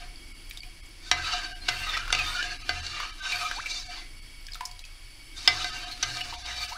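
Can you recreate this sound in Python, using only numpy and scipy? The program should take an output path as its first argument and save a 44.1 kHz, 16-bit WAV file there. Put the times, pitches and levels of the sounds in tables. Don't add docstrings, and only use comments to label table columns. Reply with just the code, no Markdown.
import sys
import numpy as np
from scipy import signal
from scipy.fft import rfft, irfft
from scipy.io import wavfile
from scipy.ndimage import uniform_filter1d, map_coordinates

SR = 44100
rng = np.random.default_rng(int(sys.argv[2]) if len(sys.argv) > 2 else 0)


def master_out(mix):
    frames = np.transpose(np.atleast_2d(mix))
    ceiling = np.clip(frames, -1, 1)
    pcm = np.round(ceiling * 32767).astype(np.int16)
    wavfile.write(sys.argv[1], SR, pcm)


def makeup_ratio(level_db):
    decades = np.asarray(level_db, float) / 20
    return 10 ** decades


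N = 298557

# peak_s, rise_s, fall_s, drag_db, edge_bite_db
STROKES = [(0.0, .05, 0.075, -51.5, -5), (1.098, 0.041, 0.0024, -46.5, 7), (1.3, 0.12, 0.15, -36.5, -2),
           (1.72, 0.049, 0.32, -38, -4), (1.95, 0.058, 0.038, -41.5, -15), (2.1, 0.087, 0.024, -52.5, -12),
           (2.18, 0.038, 0.18, -34.5, -3.5), (2.43, 0.085, 0.14, -40.5, -1.5), (2.74, 0.08, 0.1, -41, -1.5),
           (2.87, 0.086, 0.18, -41.5, 5), (3.02, 0.08, 0.068, -39, -6), (3.3, 0.069, 0.22, -35.5, -1),
           (3.54, 0.05, 0.05, -44, 8), (3.72, 0.04, 0.11, -39, 10), (3.96, 0.069, 0.059, -42.5, 0.5),
           (5.39, .025, .03, -46, 12), (5.46, 0.05, 0.0095, -41, 6), (5.58, 0.077, 0.16, -35.5, 2),
           (5.82, 0.086, 0.087, -41, 0), (6.15, 0.13, 0.2, -38, 2), (6.48, 0.035, 0.074, -37, -1),
           (6.649, 0.086, 0.088, -38, 2)]
# freq_hz, level_db_per_hz
DRAG_SPECTRUM = [(260, -60), (450, -17.5), (725, -10), (1040, -7.5), (1600, -4.5), (2950, -2), (3300, -7),
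                 (4520, -0.5), (9000, -25.5), (11700, -60), (19800, -120)]
# freq_hz, level_db_per_hz
GRIT_SPECTRUM = [(4500, -30), (6500, -3), (8500, 0), (11000, -5), (14000, -10), (16500, -16)]
# pitch_hz, width_hz, level_db
DRAG_TONES = [(985, 30, -9), (1264.5, 20, 3), (1570, 23, 4.5), (1734, 10, -1), (2040, 20, -9),
              (2369, 44, 3), (2752, 38, 2), (3043, 32, -2.5), (3570, 65, 0), (3834, 37, 0), (4150, 50, -6),
              (4490, 90, 0), (5450, 52, -7.5), (5920, 270, -8)]
# freq_hz, gain_db
MILK_DAMPING = [(350, 3.5), (650, -5.5), (5500, 4.5), (8000, 1), (16000, -30)]
# peak_s, half_length_s, level_db
GRAIN_CRUSHES = [(1.8, 0.074, -52.5), (2.3, 0.052, -52.5), (3.41, 0.056, -50.5), (5.64, 0.12, -66),
                 (6.18, .08, -58), (6.65, 0.063, -53)]
# peak_s, half_length_s, level_db, pitch_hz
BOWL = [(1.21, 0.025, -40.5, 1570), (1.288, 0.055, -37.5, 1322), (1.438, 0.065, -40.5, 1570),
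        (1.77, .05, -44, 1320), (1.893, 0.022, -45.5, 1250), (1.963, .03, -39.5, 1924),
        (2.061, 0.062, -39, 1408), (2.18, 0.03, -43, 1260), (2.35, 0.048, -34, 1432),
        (2.447, 0.084, -41.5, 1640), (3.01, 0.07, -40, 1210), (3.27, 0.045, -42, 1225),
        (3.36, .04, -44, 1600), (3.446, 0.049, -41.5, 1250), (5.592, 0.036, -41, 1330),
        (6.06, .03, -52, 1340), (6.23, .08, -77, 1610), (6.617, 0.03, -53, 1250)]
# peak_s, half_length_s, level_db, pitch_hz
RIM = [(1.193, .05, -44, 2035), (1.32, .04, -42, 2880), (1.49, 0.053, -49, 2940), (1.774, .035, -42, 2740),
       (1.84, .035, -41, 2800), (1.95, .03, -44, 2240), (2.167, 0.027, -38, 2800),
       (2.212, 0.039, -38, 2490), (2.3, .05, -42.5, 2850), (2.38, 0.036, -44, 2940),
       (2.763, 0.072, -46.5, 2744), (2.947, 0.054, -46, 2800), (3.285, .035, -41.5, 2460),
       (3.345, .025, -40, 2340), (3.4, .025, -42, 2500), (3.73, 0.064, -47, 2325),
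       (4.02, 0.056, -52.5, 2050), (5.52, .03, -38, 2280), (5.599, 0.048, -41, 2950),
       (5.78, .03, -49, 2280), (6.09, .02, -45, 2850), (6.5, .04, -47, 2800), (6.59, 0.034, -46, 2370)]
# peak_s, half_length_s, level_db, pitch_hz
NECK = [(1.3, 0.067, -49, 4500), (1.453, 0.065, -44.5, 4570), (1.635, .02, -48, 4210),
        (1.882, .025, -42, 3780), (1.95, .03, -40, 3550), (2.19, .05, -42, 4480), (2.278, .05, -42.5, 3620),
        (2.504, .05, -47, 4350), (2.93, 0.052, -43.5, 4490), (3.0, .035, -45, 3800),
        (3.278, 0.041, -43, 3770), (3.37, 0.041, -43.5, 4490), (3.44, .05, -44, 3850),
        (3.6, .03, -49, 3780), (3.7, .025, -43, 3900), (3.76, .035, -46, 3570), (3.82, 0.018, -46, 3960),
        (3.941, 0.039, -46.5, 4500), (3.988, .03, -48, 3460), (5.56, 0.043, -44, 4500),
        (5.702, 0.046, -44, 4530), (5.8, 0.055, -47, 4490), (5.925, .025, -44, 4260),
        (6.14, .05, -45, 4380), (6.49, 0.036, -43, 3750), (6.61, .03, -43, 4500), (6.7, 0.032, -48, 5600)]
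# peak_s, fall_s, level_db
SWIRLS = [(0.0, 0.084, -49.5), (.64, 0.042, -58), (1.33, 0.042, -50), (1.5, 0.11, -51),
          (1.77, 0.043, -48.5), (2.5, 0.15, -54.5), (3.37, 0.07, -47), (3.55, 0.04, -49),
          (3.885, 0.03, -49), (3.99, .06, -56), (4.67, 0.12, -74), (5.62, 0.063, -56), (5.88, 0.065, -48.5),
          (6.23, 0.17, -50), (6.6, 0.24, -54), (6.76, 0.044, -43)]
# start_s, peak_db, nearest_tone_hz, nearest_tone_db, contact_softness_ms
KNOCKS = [(1.113, -3, 3910, -6.5, 1.7), (1.684, -10.5, 1560, -1.5, 4.5), (2.1028, -23, 1440, 4, 0.69),
          (2.126, -6, 3570, -7.5, 1.1), (2.1478, -15, 2560, 1, 1.6), (2.425, -21, 2940, 4.5, 1.8),
          (2.692, -11.5, 1560, -6.5, 0.43), (2.864, -25.5, 4500, 2, 1.2), (5.4755, -1, 5150, -3, 0.8),
          (5.478, -11.5, 3620, 3.5, 0.83), (5.643, -17.5, 3820, -2, 0.67), (6.027, -13, 4480, 0, 3.7),
          (6.168, -21, 3720, -3, 1.5), (6.0262, -17.5, 5980, 3, 0.57), (2.1236, -20.5, 9500, -8, 0.43),
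          (1.6826, -19, 3810, -0.5, 0.74), (1.971, -21.5, 2420, 3, 2.5), (3.318, -23, 4100, 2, 2),
          (6.459, -27.5, 3770, 0, 1.5), (6.1, -27.5, 4220, 0, 1)]
# pitch_hz, level_db, t60_s
POT_MODES = [(720, -3.5, 0.21), (1244, -3, 0.049), (1570, -1.5, 0.077), (2046, -3.5, 0.18),
             (2110, -12, .06), (2280, -1.5, 0.21), (2440, -11, 0.095), (2860, -4, 0.19), (3440, -24, 0.045),
             (3570, -15, 0.043), (4500, 9, 0.037), (4480, -9, 0.052), (4270, -29, 0.036),
             (4870, -22, 0.045)]
# pitch_hz, level_db, t60_s
GRATE_MODES = [(75, -29, 0.2), (121.6, -39, 0.52), (151, -44, 0.17), (304.5, -30.5, 0.091),
               (501, -31.5, 0.069)]
# freq_hz, level_db_per_hz
CRACK_SPECTRUM = [(240, -38), (400, -1), (655, -28), (1010, -0.5), (1530, -8), (2930, 4.5), (3260, 3.5),
                  (3640, 5), (5430, 2), (16000, -36)]
# start_s, level_db, pitch_hz, length_s
SLIPS = [(1.245, -25.5, 2580, 0.017), (1.276, -25.5, 1570, 0.038), (1.307, -27, 3020, 0.02),
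         (1.868, -24, 1230, 0.023), (1.891, -22.5, 3680, 0.039), (1.938, -24, 1890, 0.036),
         (1.97, -18.5, 1304, 0.017), (2.0797, -23, 1370, 0.013), (2.188, -17, 2540, 0.024),
         (3.002, -18.5, 1165, 0.013), (3.32, -21, 2404, 0.037), (3.514, -16.5, 1570, 0.0081),
         (3.66, -22, 2340, 0.025), (5.913, -25.5, 4150, 0.039), (6.21, -17, 2880, 0.018),
         (6.327, -30, 953, 0.023), (6.644, -24, 4510, 0.014), (1.382, -27, 3000, 0.014),
         (1.432, -31, 5000, .015), (1.659, -33, 4070, 0.013), (2.518, -30, 2600, .012),
         (3.456, -27, 3500, .012), (3.525, -30, 4500, 0.011), (3.561, -25, 4430, .015),
         (3.797, -28, 5370, .02), (5.975, -30, 2620, .012), (6.307, -29, 4310, .012),
         (6.339, -25, 3150, .012), (6.73, -28, 4420, .015), (3.7, -27, 5120, .02), (3.745, -28, 5700, .015),
         (2.036, -27, 1400, .008), (2.057, -27, 1400, .008)]
# start_s, bubble_db, pitch_hz, ring_cycles, splash_over_bubble_db
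DRIPS = [(0.158, -26.5, 4600, 61, -25), (0.494, -42, 5500, 35, 0), (0.51, -27.5, 2260, 41, 0),
         (0.573, -20.5, 3700, 43, -7.5), (0.605, -18, 4540, 63, -22), (0.633, -28.5, 2390, 60, -6),
         (4.467, -21, 5100, 54, -11.5), (4.485, -32.5, 1614, 53, 4.5), (4.52, -18.5, 4950, 58, -20),
         (4.534, -16.5, 4270, 52, -15), (4.545, -20, 3630, 34, -6.5), (4.554, -26, 1310, 26, -5),
         (4.608, -19, 985, 44, -3.5), (4.653, -19.5, 5160, 80, -4), (4.656, -22, 4900, 74, -2.5),
         (4.713, -23, 4510, 54, -12), (4.792, -26, 3930, 48, -5), (4.84, -25, 2550, 42, -7),
         (4.851, -26.5, 4700, 47, -7.5), (.497, -36, 14000, 60, 2), (.533, -44, 9000, 40, 0),
         (.664, -48, 14000, 50, 0), (.455, -52, 14000, 50, 0), (.86, -46, 7000, 30, 4),
         (.89, -52, 14000, 50, 0), (4.41, -48, 14000, 50, 0), (4.225, -48, 8000, 40, 0),
         (4.556, -40, 13600, 60, 0), (4.672, -44, 9500, 40, 4), (4.482, -48, 13000, 50, 0)]
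# start_s, length_s, from_hz, to_hz, level_db
GULPS = [
    (3.54, .07, 680, 2400, 0),
    (3.63, .02, 1050, 1650, -9),
    (6.7, .035, 780, 1100, -4),
    (6.738, .034, 1050, 1700, -3),
]
# centre_hz, width_hz, level_db
FLAME_BANDS = [(2242, 66, -58), (2910, 390, -62), (3260, 53, -64), (4510, 33, -63), (4810, 240, -64),
               (5300, 55, -66), (7700, 240, -68.5), (9370, 380, -66.5), (9950, 730, -63),
               (11970, 220, -75.5)]
# freq_hz, gain_db
FLAME_ROLLOFF = [(11000, 0), (12400, 3.5), (13200, -14), (14200, -12), (16000, -14)]
# freq_hz, level_db_per_hz
KITCHEN_AIR = [(21, 10.5), (35, 10.5), (74, -9), (109, 0), (177, -34), (328, -20.5), (483, -20),
               (1390, -15.5), (1500, -16.5), (2200, -11.5), (4090, -17), (4530, -9), (6490, -21),
               (9000, -26), (12600, -31), (13300, -42), (14300, -37), (16400, -40)]
# time_s, level_db
DRONE = [(0, -42), (.7, -46), (1.2, -45), (1.75, -43.5), (2.15, -39.5), (2.8, -44.5), (3.25, -48.5),
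         (4.15, -44), (5.15, -51), (5.55, -45), (6.77, -52)]
# peak_s, fall_s, level_db, pitch_hz
ROCKS = [(1.22, .1, -48, 77.2), (1.76, .12, -47.5, 74.2), (2.25, 0.062, -45.5, 79.5),
         (2.8, 0.087, -42.5, 78.9), (5.57, .08, -55, 76.6), (6.52, 0.2, -47.5, 58.7)]
# peak_s, half_length_s, level_db
TRAFFIC = [(.25, 0.27, -58), (1.3, 0.63, -56), (2.5, 0.54, -55.5), (3.85, 0.45, -58.5), (5.8, 0.62, -54)]
DROPOUTS = [.335, 0.611, .821, 1.541, 2.585, 2.636, 2.819, 3.12, 3.212, 3.845, 3.884, 4.21, 4.49, 4.835,
            5.719, 5.859, 6.229, 6.37, 6.438, 6.673]

LOWEST_HZ = 722
SWELL_EDGE_DB, SWELL_STEEPNESS = -5.5, 1.98
GLANCE_DB, LOW_RING_DB = -19.5, 8
KITCHEN_DB, HUM_DB = -45.5, -60


def unit_rms(x):
    return x / np.sqrt(np.mean(x ** 2) + 1e-20)


def read(points, hz):
    f, value = np.transpose(points)
    return np.interp(np.log(hz + 1), np.log(f + 1), value)


def add(mix, start_s, sound):
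    part = mix[max(round(start_s * SR), 0):][:len(sound)]
    part += sound[:len(part)]


def colour(x, points):
    hz = np.fft.rfftfreq(len(x), 1 / SR)
    return irfft(rfft(x) * makeup_ratio(read(points, hz)), len(x))


def resonate(x, hz, width_hz):
    turn = np.exp(2j * np.pi * np.cumsum(hz * np.ones(len(x))) / SR)
    r = np.exp(-np.pi * width_hz / SR)
    smooth = signal.lfilter([1 - r], [1, -r], x / turn + 1e-18)
    return 2 * (turn * smooth).real


def wander(per_s):
    knots = rng.standard_normal(400)
    return unit_rms(map_coordinates(knots, [np.arange(N) * per_s / SR], order=3))


def patchy(points, patch_db, span_frames, span_bins):
    a, b, patches = rng.standard_normal((N // 128 + 5, 257, 3)).T
    patches = uniform_filter1d(patches, span_bins, 0)
    patches = unit_rms(uniform_filter1d(patches, span_frames, 1))
    z = (a + 1j * b) * makeup_ratio(patch_db * patches)
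    noise = signal.istft(z, nperseg=512, noverlap=384)[1][:N]
    return unit_rms(colour(noise, points))


def swells(peak_s, rise_s, fall_s, db):
    late_s = np.arange(0, N + 64, 64)[:, None] / SR - peak_s
    distance = np.where(late_s < 0, -late_s / rise_s, late_s / fall_s)
    return makeup_ratio(db + SWELL_EDGE_DB * distance ** SWELL_STEEPNESS)


def joined(gains):
    total = np.sqrt((gains ** 2).sum(1))
    return np.interp(np.arange(N) / 64, np.arange(len(total)), total)


def played(rows, rise_share):
    peak_s, fall_s, db = np.transpose(rows)[:3]
    return joined(swells(peak_s, rise_share * fall_s, fall_s, db))


def slide(rows):
    columns = np.transpose(rows)
    return np.interp(np.arange(N) / SR, columns[0], columns[-1])


def held(rows):
    peak_s, half_s, db, hz = np.transpose(rows)
    power = swells(peak_s, half_s, half_s, db) ** 8 + 1e-300
    return np.interp(np.arange(N) / 64, np.arange(len(power)), power @ hz / power.sum(1))


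def sung(ticks, rows, width_hz):
    hz = held(rows)
    tone = unit_rms(resonate(resonate(ticks, hz, width_hz), hz, 240))
    return played(rows, 0.86) * tone * makeup_ratio(1.8 * wander(25))


def drag_tone(ticks, hz, width_hz, db):
    level_db = db + 2.6 * wander(7.7) + 2.2 * wander(30)
    pitch_hz = hz * (1 + 0.012 * wander(4.5))
    return makeup_ratio(level_db) * unit_rms(resonate(ticks, pitch_hz, width_hz))


def stirring():
    *shape, bite_db = np.transpose(STROKES)
    pushes, bite = swells(*shape), makeup_ratio(bite_db / 2)
    burst_db = 2.36 * np.minimum(rng.exponential(1, N), 5)
    ticks = rng.standard_normal(N) * makeup_ratio(burst_db) * makeup_ratio(2.4 * wander(45))

    tones = sum(drag_tone(ticks, *row) for row in DRAG_TONES)
    rub = patchy(DRAG_SPECTRUM, 3.8, span_frames=14, span_bins=3)
    steel = unit_rms(colour(tones, MILK_DAMPING)) + makeup_ratio(-2.0) * rub
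    treble = colour(steel, [(2800, -63), (3500, -4.5), (20000, 6.0)])
    steel = (steel - treble) * joined(pushes / bite) + treble * joined(pushes * bite)

    spoon = sung(ticks, BOWL, 38) + sung(ticks, RIM, 50) + makeup_ratio(-1.5) * sung(ticks, NECK, 100)
    crush_gain = played(GRAIN_CRUSHES, 1.0) + makeup_ratio(-26.5) * joined(pushes)
    grit = patchy(GRIT_SPECTRUM, 3.5, span_frames=12, span_bins=11) * crush_gain

    lowest = unit_rms(resonate(resonate(ticks, LOWEST_HZ, 18), LOWEST_HZ, 90))
    lowest = makeup_ratio(1.8 * wander(28)) * lowest
    swirl_gain = 0.8 * played(SWIRLS, 0.76) + makeup_ratio(-17.0) * joined(pushes)
    return steel + spoon + grit + swirl_gain * lowest


def knock(start_s, peak_db, near_hz, near_db, soft_ms):
    chance = rng.standard_normal(20000)
    t = np.arange(20000) / SR
    hz, db, t60_s = np.transpose(POT_MODES)
    over_db = peak_db - GLANCE_DB
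    low_db = LOW_RING_DB + 3.2 * min(over_db, 0) - 0.33 * max(over_db, 0)
    db = db + 1.8 * chance[:len(hz)] + np.where(hz < 2100, low_db, 0)
    hz = hz * (1 + 0.011 * chance[99:99 + len(hz)] * (hz > 2100))
    t60_s = np.minimum(t60_s, 0.11)
    ring = makeup_ratio(db - 60 * t[:, None] / t60_s) * np.sin(2 * np.pi * hz * t[:, None])
    near = makeup_ratio(near_db - 60 * t / 0.025) * np.sin(2 * np.pi * near_hz * t)

    contact_s = soft_ms / 1000 * (0.6 - 0.052 * peak_db)
    crack_decay = np.exp(-t / contact_s) + 0.18 * np.exp(-t / 0.0069)
    crack = unit_rms(colour(chance, CRACK_SPECTRUM)) * crack_decay
    tick = makeup_ratio(-24.0) * np.diff(chance, 2, prepend=[0, 0]) * np.exp(-t / 0.0004)
    rise = 1 - np.exp(-(t * 1.7 / contact_s) ** 2)
    struck = rise * (makeup_ratio(-21) * ring.sum(1) + near + makeup_ratio(-2.0) * crack + tick)

    grate = sum(makeup_ratio(d - 60 * t / r) * np.sin(2 * np.pi * f * t) for f, d, r in GRATE_MODES)
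    grate = grate * (1 - np.exp(-t / 0.039))
    return start_s + 0.0006, makeup_ratio(peak_db) * (struck + makeup_ratio(-0.55 * peak_db) * grate)


def slip(start_s, db, hz, length_s):
    chance = rng.standard_normal(4096)
    t = np.arange(4096) / SR
    u = t / length_s
    caught = 0.6 * np.sin(2 * np.pi * hz * t)
    judder = 0.75 * unit_rms(resonate(chance, hz, 160))
    scrape = 0.3 * unit_rms(colour(chance, DRAG_SPECTRUM))
    envelope = (1 - np.exp(-u * 25)) * np.exp(-2.2 * u ** 2)
    return start_s - 0.002, makeup_ratio(db - 9.0) * (caught + judder + scrape) * envelope


def drip(start_s, db, hz, cycles, tick_db):
    chance = rng.standard_normal(4096)
    t = np.arange(4096) / SR
    life = t * hz / cycles
    pitch_hz = hz * 2 ** (0.076 * np.minimum(life, 1))
    bubble = np.sin(2 * np.pi * np.cumsum(pitch_hz) / SR)
    bubble = bubble * makeup_ratio(-60 * life) * (1 - np.exp(-t / 0.0014))
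    splash = colour(chance, [(hz * 0.31, -40), (hz * 1.05, 0), (hz + 2500, -8), (20000, -30)])
    decay = np.exp(-t / 0.0035) + 0.2 * np.exp(-t / 0.015)
    tick = makeup_ratio(tick_db - 7.5) * unit_rms(splash) * decay
    return start_s, makeup_ratio(db - 2.0) * (bubble + tick)


def gulp(start_s, length_s, from_hz, to_hz, db):
    u = np.linspace(0, 1, round(length_s * SR))
    climb = 0.25 * u + 0.75 * u ** (length_s * 70)
    pitch_hz = from_hz * (to_hz / from_hz) ** climb
    swell = np.sin(np.pi * u ** 3.6) ** 0.6
    wobble = makeup_ratio(3.2 * unit_rms(uniform_filter1d(rng.standard_normal(len(u)), 120)))
    tone = np.sin(2 * np.pi * np.cumsum(pitch_hz) / SR)
    return start_s, makeup_ratio(db - 32.0) * tone * swell * wobble


def kitchen_echo(x):
    taps = np.zeros(SR // 2)
    at = np.arange(150, len(taps) - 20, 20)
    taps[at + rng.integers(0, 20, len(at))] = rng.choice([-1., 1.], len(at))
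    hz, t, z = signal.stft(taps, SR, nperseg=256)
    t60_s = read([(500, 0.42), (3000, 0.2), (12000, 0.073)], hz)[:, None]
    tail = signal.istft(z * makeup_ratio(-60 * t / t60_s), SR, nperseg=256)[1]
    return signal.fftconvolve(x, tail / np.linalg.norm(tail))[:N]


def gas_flame():
    air = rng.standard_normal(N)
    hiss = sum(makeup_ratio(db) * unit_rms(resonate(resonate(air, hz, width), hz, width * 2))
               for hz, width, db in FLAME_BANDS)
    return colour(hiss, FLAME_ROLLOFF) * makeup_ratio(1.0 * wander(2.07))


def pot_rocking():
    tone = np.sqrt(2) * np.sin(2 * np.pi * np.cumsum(slide(ROCKS)) / SR)
    return played(ROCKS, 0.79) * tone


def far_motor():
    tone = np.sin(2 * np.pi * np.cumsum(27.0 + 1.2 * wander(3)) / SR)
    rumble = unit_rms(resonate(rng.standard_normal(N), 28, 10))
    return makeup_ratio(slide(DRONE)) * unit_rms(tone + 0.35 * rumble)


def hum_and_traffic():
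    air = rng.standard_normal((2, N))
    hum = colour(air[0], [(34, -8), (48, 5), (80, 8.0), (120, -0.5), (145, -43)])
    murmur = colour(air[1], [(170, -25.0), (240, -7.5), (340, -3), (450, -27.5), (800, -70)])
    return makeup_ratio(HUM_DB) * unit_rms(hum) + played(TRAFFIC, 0.8) * makeup_ratio(-3.0) * unit_rms(murmur)


def background():
    air = makeup_ratio(KITCHEN_DB - 5.5) * patchy(KITCHEN_AIR, 0.33, span_frames=20, span_bins=4)
    return gas_flame() + air + pot_rocking() + far_motor() + hum_and_traffic()


def scene():
    steel, milk, pockets = np.zeros((3, N))
    for row in KNOCKS:
        add(steel, *knock(*row))
    for row in SLIPS:
        add(steel, *slip(*row))
    for row in DRIPS:
        add(milk, *drip(*row))
    for row in GULPS:
        add(pockets, *gulp(*row))
    milk = milk + makeup_ratio(24.0) * resonate(milk, LOWEST_HZ, 5)
    echo = makeup_ratio(-10.5) * kitchen_echo(steel + milk)
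    return (steel + milk + pockets + echo + stirring() + background())[None]


def top_cut(x):
    return signal.sosfilt(signal.butter(12, 16680, fs=SR, output="sos"), x)


def record(dry):
    hz, t, z = signal.stft(dry[0], SR, nperseg=1024, noverlap=768)
    starved = sum(np.exp(-((t - s) / 0.0105) ** 2) for s in DROPOUTS)
    power = abs(z) ** 2
    weak = power < 1.1 * uniform_filter1d(power, size=40, axis=0)
    tilt_db = read([(3000, 0.5), (7000, -6.0)], hz)[:, None]
    loss_db = -14.0 * weak * (hz[:, None] > 300) + tilt_db
    kept = signal.istft(z * makeup_ratio(loss_db * starved), SR, nperseg=1024, noverlap=768)[1][:N]
    limited = colour(kept, [(15700, 0), (15880, -36), (20000, -50)])
    return top_cut(limited[None])


dry = scene()
out = record(dry)
master_out(out)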